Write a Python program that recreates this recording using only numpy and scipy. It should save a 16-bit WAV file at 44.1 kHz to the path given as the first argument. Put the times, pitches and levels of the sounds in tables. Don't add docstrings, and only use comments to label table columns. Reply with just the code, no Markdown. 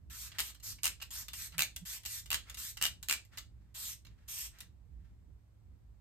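import sys
import numpy as np
from scipy import signal
from scipy.fft import rfft, irfft
from scipy.io import wavfile

SR = 44100
rng = np.random.default_rng(int(sys.argv[2]) if len(sys.argv) > 2 else 0)


def materialize(psi):
    bounded = np.clip(np.atleast_2d(psi).T, -1, 1)
    quanta = np.round(bounded * 32767).astype(np.int16)
    wavfile.write(sys.argv[1], SR, quanta)


N = 264996
TIME = np.arange(N) / SR


def from_db(db):
    return 10 ** (np.asarray(db) / 20)


def rms_one(x):
    return x / np.sqrt(np.mean(x ** 2) + 1e-20)


def at_hz(points, hz):
    f, value = np.transpose(points)
    return np.interp(np.log(hz + 1e-3), np.log(f), value)


def noise(spectrum):
    colour = from_db(at_hz(spectrum, np.fft.rfftfreq(N, 1 / SR)))
    white = rng.standard_normal((2, N))
    return rms_one(irfft(rfft(white) * colour, N))


def drift(rate):
    return rms_one(np.interp(TIME * rate, np.arange(N), rng.standard_normal(N)))


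def lowpass(x, hz):
    return signal.sosfiltfilt(signal.butter(2, hz, fs=SR, output="sos"), x)


def swell(middle, half_length):
    return np.exp(-np.minimum(((TIME - middle) / half_length) ** 2, 20))


# frequency in Hz, relative density in dB per Hz.
RUMBLE_COLOUR = [(20, -24), (35, -13.5), (58, 1.5), (85, -5), (110, -11.5), (150, -16.5), (250, -25),
                 (500, -35), (1000, -40), (3000, -49.5), (8000, -53.5), (15000, -56.5)]


def rumble(level_db, waver_db):
    floor = noise(RUMBLE_COLOUR)
    bass = lowpass(floor, 350)
    return from_db(level_db) * (floor - bass + bass * from_db(waver_db * drift(10)))


# frequency in Hz, level in dB before the lean to the right.
HUM_TONES = [(59, -61.5), (107, -65.5)]
# middle in seconds, half length in seconds, pitch in Hz,
# level in dB before the lean to the right.
SOFT_BUMPS = [(1.588, .04, 163.7, -50), (1.832, 0.014, 175, -45)]


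def low_tones(waver, lean_db):
    wander = [waver * drift(10) for _ in HUM_TONES]
    hum = sum(from_db(db) * np.sin(2 * np.pi * hz * TIME + phase)
              for (hz, db), phase in zip(HUM_TONES, wander))
    bumps = sum(from_db(db) * swell(s, half) * np.sin(2 * np.pi * hz * TIME)
                for s, half, hz, db in SOFT_BUMPS)
    return (hum + bumps) * from_db([[-lean_db], [lean_db]])


# valve opening in seconds, hold in seconds, peak in dB, opening flow in dB re peak,
# lower hiss in dB re the peak as the aim changes, click of the valve in dB; levels before trims.
PUMP_STROKES = [(0.099, 0.18, -45.5, -9, 2.5, -54), (0.396, 0.11, -47.5, 0.5, 3.5, -44.5),
                (0.626, 0.1, -42, -7, -0.5, -60), (1.106, 0.12, -43, -5, 1, -44.5),
                (1.333, 0.14, -43.5, -7, 1.5, -36.5), (1.852, 0.12, -43, -3, 0.5, -50.5),
                (2.051, 0.15, -42.5, -6, -2, -37.5), (2.571, 0.14, -43.5, -2, -1.5, -41.5),
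                (3.743, .19, -42.5, -5.5, -0.5, -55.5), (4.278, 0.19, -42, -4.5, -2, -60)]
# frequency in Hz, relative density in dB per Hz.
MIST_COLOUR = [(200, -40), (500, -27), (1000, -11.5), (2000, -5.5), (3000, -2.5), (4300, 0), (6500, 2),
               (9000, 2), (11500, -1), (13300, 5), (15600, -14)]
PUSH_SHARE, EASED_DB = 0.66, -5


def mist(open_s, close_s, split_hz, low_share, sputter_db, flutter_db):
    jet = noise(MIST_COLOUR)
    low = lowpass(jet, split_hz)
    low_gain, high_gain = np.zeros(N), np.zeros(N)
    for opens, held, peak_db, opening_db, lower_db, _ in PUMP_STROKES:
        hardest, eases = opens + PUSH_SHARE * held, opens + held
        opening = np.clip((TIME - opens) / open_s, 0, 1)
        closing = np.exp(-np.minimum(np.maximum(TIME - eases, 0) / close_s, 20))
        valve = opening * closing
        push_db = np.interp(TIME, [opens, hardest, eases], [opening_db, 0, EASED_DB])
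        high_gain += valve * from_db(peak_db + push_db)
        low_gain += valve * from_db(peak_db + lower_db + low_share * push_db)
    lower_hiss = low * low_gain * from_db(flutter_db * drift(40))
    fine_hiss = (jet - low) * high_gain
    return (lower_hiss + fine_hiss) * from_db(sputter_db * drift(600))


def off_face(x, gain, lag_s, sway):
    lag = lag_s * np.exp(sway * drift(5))
    echo = np.array([np.interp(TIME - lag, TIME, side) for side in x])
    return (x + gain * echo) / np.sqrt(1 + gain ** 2)


# start in seconds, crack in dB, body in dB,
# ring in Hz; levels before trims.
PLUNGER_CLICKS = [(0.3171, -58.5, -50.5, 3300), (0.547, -54, -56, 3240), (0.5993, -58.5, -62, 4200),
                  (0.7842, -67, -58, 2270), (1.001, -61, -53.5, 3060), (1.0151, -45, -45.5, 2810),
                  (1.0235, -38.5, -43, 2600), (1.2826, -38.5, -44.5, 3600), (1.522, -57, -57, 4060),
                  (1.7619, -35.5, -45.5, 3400), (2.034, -56, -57, 3250), (2.0596, -33, -43.5, 2850),
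                  (2.2587, -46, -52, 3590), (2.4973, -41.5, -48, 3600), (2.5438, -41.5, -48, 3730),
                  (2.7706, -40, -43.5, 2960), (3.0279, -39, -47.5, 3800), (3.2502, -59, -70, 2050),
                  (3.373, -43.5, -43.5, 4170), (3.3826, -38, -45, 3700), (4.0492, -63, -58, 4250),
                  (4.0658, -65, -58, 3860), (4.5863, -50, -61.5, 2990), (4.6045, -40, -48, 3700)]
VALVE_BODY_DB, VALVE_HZ = -7, 3200
SEAT_S, SEAT_CRACK_DB, TICK_BODY_DB = 0.004, -7, -2
CLICK_RING_T60_S = 0.014


def plunger_contacts():
    valve = [(opens, db, db + VALVE_BODY_DB, VALVE_HZ) for opens, *_, db in PUMP_STROKES]
    rows = []
    for s, crack_db, body_db, hz in PLUNGER_CLICKS + valve:
        rows.append((s, crack_db, body_db + TICK_BODY_DB, hz, CLICK_RING_T60_S))
        rows.append((s + SEAT_S, crack_db + SEAT_CRACK_DB, body_db, hz, CLICK_RING_T60_S))
    return rows


# nominal pitch in Hz, relative level in dB, t60 in seconds.
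BOTTLE_MODES = [(840, -16, 0.008), (1270, -18, 0.0074), (1817, -28.5, 0.0078), (1960, -19.5, 0.045),
                (2760, -12, 0.016), (2831, -4.5, 0.032), (3570, -22, .02), (4906, -6, 0.024),
                (6580, -18, 0.073)]
# frequency in Hz, relative density in dB per Hz.
CRACK_COLOUR = [(1000, -22.5), (3000, -11), (5000, -3), (6800, 1.5), (8500, 1), (11000, -1), (13000, 1.5),
                (15600, -5)]
KNOCK_COLOUR = [(100, -6.5), (300, -35), (600, -16.5), (1200, -4), (2400, -0.5), (4000, 0.5), (7000, -9.5),
                (15000, -29.5)]


def knocks(contacts, crack_db, knock_db, ring_db, modes_db, crack_s, knock_s, rise_s, grit_db, snap, snap_s):
    t = TIME[:SR // 10]
    rise = 1 - np.exp(-t / rise_s)
    crack = rise * (np.exp(-(t / crack_s) ** 2) + snap * np.exp(-t / snap_s))
    knock = rise * np.exp(-(t / knock_s) ** 2)
    sharp, dull, rings = np.zeros(N), np.zeros(N), np.zeros((2, N))
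    for s, level_db, body_db, ring_hz, ring_s in contacts:
        first = round(s * SR)
        span = slice(first, first + len(t))
        sharp[span] += from_db(level_db + crack_db) * crack
        dull[span] += from_db(body_db + knock_db) * knock
        wall = [(hz * rng.normal(1, 0.024), db + modes_db, t60) for hz, db, t60 in BOTTLE_MODES]
        cavity = (ring_hz, ring_db, ring_s)
        for hz, db, t60 in [cavity] + wall:
            phase = rng.uniform(0, 2 * np.pi, (2, 1))
            decay = from_db(body_db + db - 60 * t / t60)
            rings[:, span] += rise * decay * np.sin(2 * np.pi * hz * t + phase)
    gritty_crack = sharp * noise(CRACK_COLOUR) * from_db(grit_db * drift(4000))
    return gritty_crack + dull * noise(KNOCK_COLOUR) + rings


# middle in seconds, half length in seconds,
# level in dB before the lumps.
ARM_SWISHES = [(.358, 0.052, -63), (1.544, 0.017, -61.5), (2.496, 0.039, -61), (3.348, 0.037, -65.5),
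               (3.65, .09, -84.5), (4.099, 0.032, -76.5), (4.23, 0.067, -76.5), (4.586, 0.055, -64),
               (5.05, 0.14, -86), (5.717, 0.058, -90.5)]
# frequency in Hz, relative density in dB per Hz.
SWISH_COLOUR = [(200, -16.5), (700, -8.5), (1700, 2.5), (3500, -4), (7000, -11), (15000, -19.5)]


def swishes(lumpy_db):
    level = sum(from_db(db) * swell(s, half) for s, half, db in ARM_SWISHES)
    return level * from_db(lumpy_db * drift(80)) * noise(SWISH_COLOUR)


# start in seconds, length in seconds, crack in dB, body in dB,
# ring at the start in Hz, ring at the end in Hz, ring t60 in seconds; levels and pitches are nominal.
SPRING_CHATTERS = [(.3851, .0225, -32, -34, 3200, 3000, .015),
                   (.8331, .0445, -25.5, -32.5, 2900, 2400, .018),
                   (1.5812, .0512, -26.5, -29.5, 2800, 2200, .018),
                   (2.3041, .0512, -28, -31, 2550, 3300, .016), (2.8135, .051, -26, -29, 3000, 3250, .03),
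                   (3.0855, .0515, -26, -29.5, 2700, 2400, .022)]
# share of its length, level in dB re the run.
CHATTER_COURSE = [(0, -7), (.218, -1.5), (.483, -1.5), (.772, 0), (1, -7.5)]
TOUCH_LEAD_S = 0.0048
TOUCH_CRACK_DB, TOUCH_BODY_DB = -14.5, -7.5
RING_SCATTER = 0.055


def spring_contacts():
    rows = []
    last = len(CHATTER_COURSE) - 1
    for start, length, crack_db, body_db, first_hz, last_hz, t60 in SPRING_CHATTERS:
        for k, (share, db) in enumerate(CHATTER_COURSE):
            s = start + share * length
            glide_hz = first_hz + share * (last_hz - first_hz)
            hz, touch_hz = glide_hz * rng.normal(1, RING_SCATTER, size=2)
            crack, body = crack_db + db, body_db + db
            rows.append((s, crack, body, hz, t60))
            if 0 < k < last:
                rows.append((s - TOUCH_LEAD_S, crack + TOUCH_CRACK_DB, body + TOUCH_BODY_DB, touch_hz, t60))
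    return rows


def with_bounces(contacts, gap_s, bounce_db):
    gaps = gap_s * rng.uniform(0.71, 1.6, len(contacts))
    bounces = [(s + gap, crack + bounce_db, body + bounce_db, *ring)
               for gap, (s, crack, body, *ring) in zip(gaps, contacts)]
    return list(contacts) + bounces


# frequency in Hz, t60 in seconds.
ROOM_DECAY = [(200, 0.41), (1000, 0.16), (3000, 0.22), (8000, 0.19), (15000, 0.13)]
SWING_HZ = 1.192


def room(x, wet_db, early, early_s, count=3):
    t, edges, out = TIME[:SR // 2], np.geomspace(100, 18000, num=9), x
    shape = (1 - np.exp(-(t / 0.0023) ** 2)) * (1 + early * np.exp(-t / early_s))
    for place in range(count):
        tail = 0
        for low, high in zip(edges, edges[1:]):
            band_filter = signal.butter(2, [low, high], "band", fs=SR, output="sos")
            band = signal.sosfilt(band_filter, rng.standard_normal((2, len(t))))
            tail = tail + band * from_db(-60 * t / at_hz(ROOM_DECAY, np.sqrt(low * high)))
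        tail = rms_one(tail * shape) / np.sqrt(len(t))
        nearness = np.sqrt((1 + np.cos(2 * np.pi * (SWING_HZ * TIME + place / count))) / count)
        out = out + from_db(wet_db) * signal.oaconvolve(x * nearness, tail, axes=1)[:, :N]
    return out


# frequency in Hz, likeness from 0 to 1 (anything above counts as 1).
BOTTLE_LIKENESS = [(60, 3), (200, 0), (600, 0.73), (1500, 0.61), (3000, 0.2), (5000, 0.29), (6500, 0.4),
                   (8000, 0.83), (9200, 0.27), (10100, 12.8), (11000, 11.9), (11800, 0.25), (13000, 1.1)]
FLOOR_LIKENESS = [(60, 0.73), (200, 0.61), (450, 0.074), (5000, .15), (8000, 0.85), (10500, 1), (14000, .9)]
# frequency in Hz, lead of the left in radians.
LEFT_LEAD = [(20, 0), (1800, 0), (3200, -2.3), (4400, -1.5), (5400, -3), (8000, 0), (10500, np.pi),
             (12900, 2 * np.pi), (15300, 3 * np.pi), (17000, 11)]
# frequency in Hz, left minus right in dB.
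PORT_BALANCE = [(60, -4.5), (400, -5), (1000, -1), (4000, 0.35), (6500, -1.5), (8000, -0.5)]


def ports(pair, likeness):
    hz = np.fft.rfftfreq(N, 1 / SR)
    left, other = rfft(pair)
    alike = np.clip(at_hz(likeness, hz), 0, 1)
    shift = np.exp(-1j * np.interp(hz, *np.transpose(LEFT_LEAD)))
    right = (alike * left + np.sqrt(1 - alike ** 2) * other) * shift
    lean = from_db(at_hz(PORT_BALANCE, hz) / 2)
    return irfft(np.array([left * lean, right / lean]), N)


def scene():
    jet = from_db(-0.18) * mist(open_s=0.008, close_s=0.0084, split_hz=2800, low_share=0.51,
                                sputter_db=1.0, flutter_db=2.0)
    spray = off_face(jet, gain=0.36, lag_s=0.0004, sway=0.42)
    clicks = knocks(plunger_contacts(), crack_db=0.5, knock_db=1.5, ring_db=5.5, modes_db=1.5,
                    crack_s=0.0027, knock_s=0.0035, rise_s=0.0007, grit_db=3.5, snap=0.7, snap_s=0.0006)
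    handling = swishes(lumpy_db=3.0)
    contacts = with_bounces(spring_contacts(), gap_s=0.0013, bounce_db=-12.5)
    chatter = knocks(contacts, crack_db=0.8, knock_db=3.8, ring_db=3.5, modes_db=-1,
                     crack_s=0.0018, knock_s=0.002, rise_s=0.00026, grit_db=3.5, snap=1.4, snap_s=0.0005)
    soft_in_room = room(spray + handling, wet_db=-4.5, early=0.25, early_s=0.0082)
    hard_in_room = room(chatter + clicks, wet_db=-4.5, early=0.44, early_s=0.0097)
    bottle = ports(soft_in_room + hard_in_room, BOTTLE_LIKENESS)
    background = ports(rumble(level_db=-58.5, waver_db=2.4), FLOOR_LIKENESS)
    return bottle + background + low_tones(waver=0.84, lean_db=2.7)


def record(dry):
    return signal.sosfilt(signal.ellip(10, 0.1, 80, 15900, fs=SR, output="sos"), dry)


dry = scene()
out = record(dry)
materialize(out)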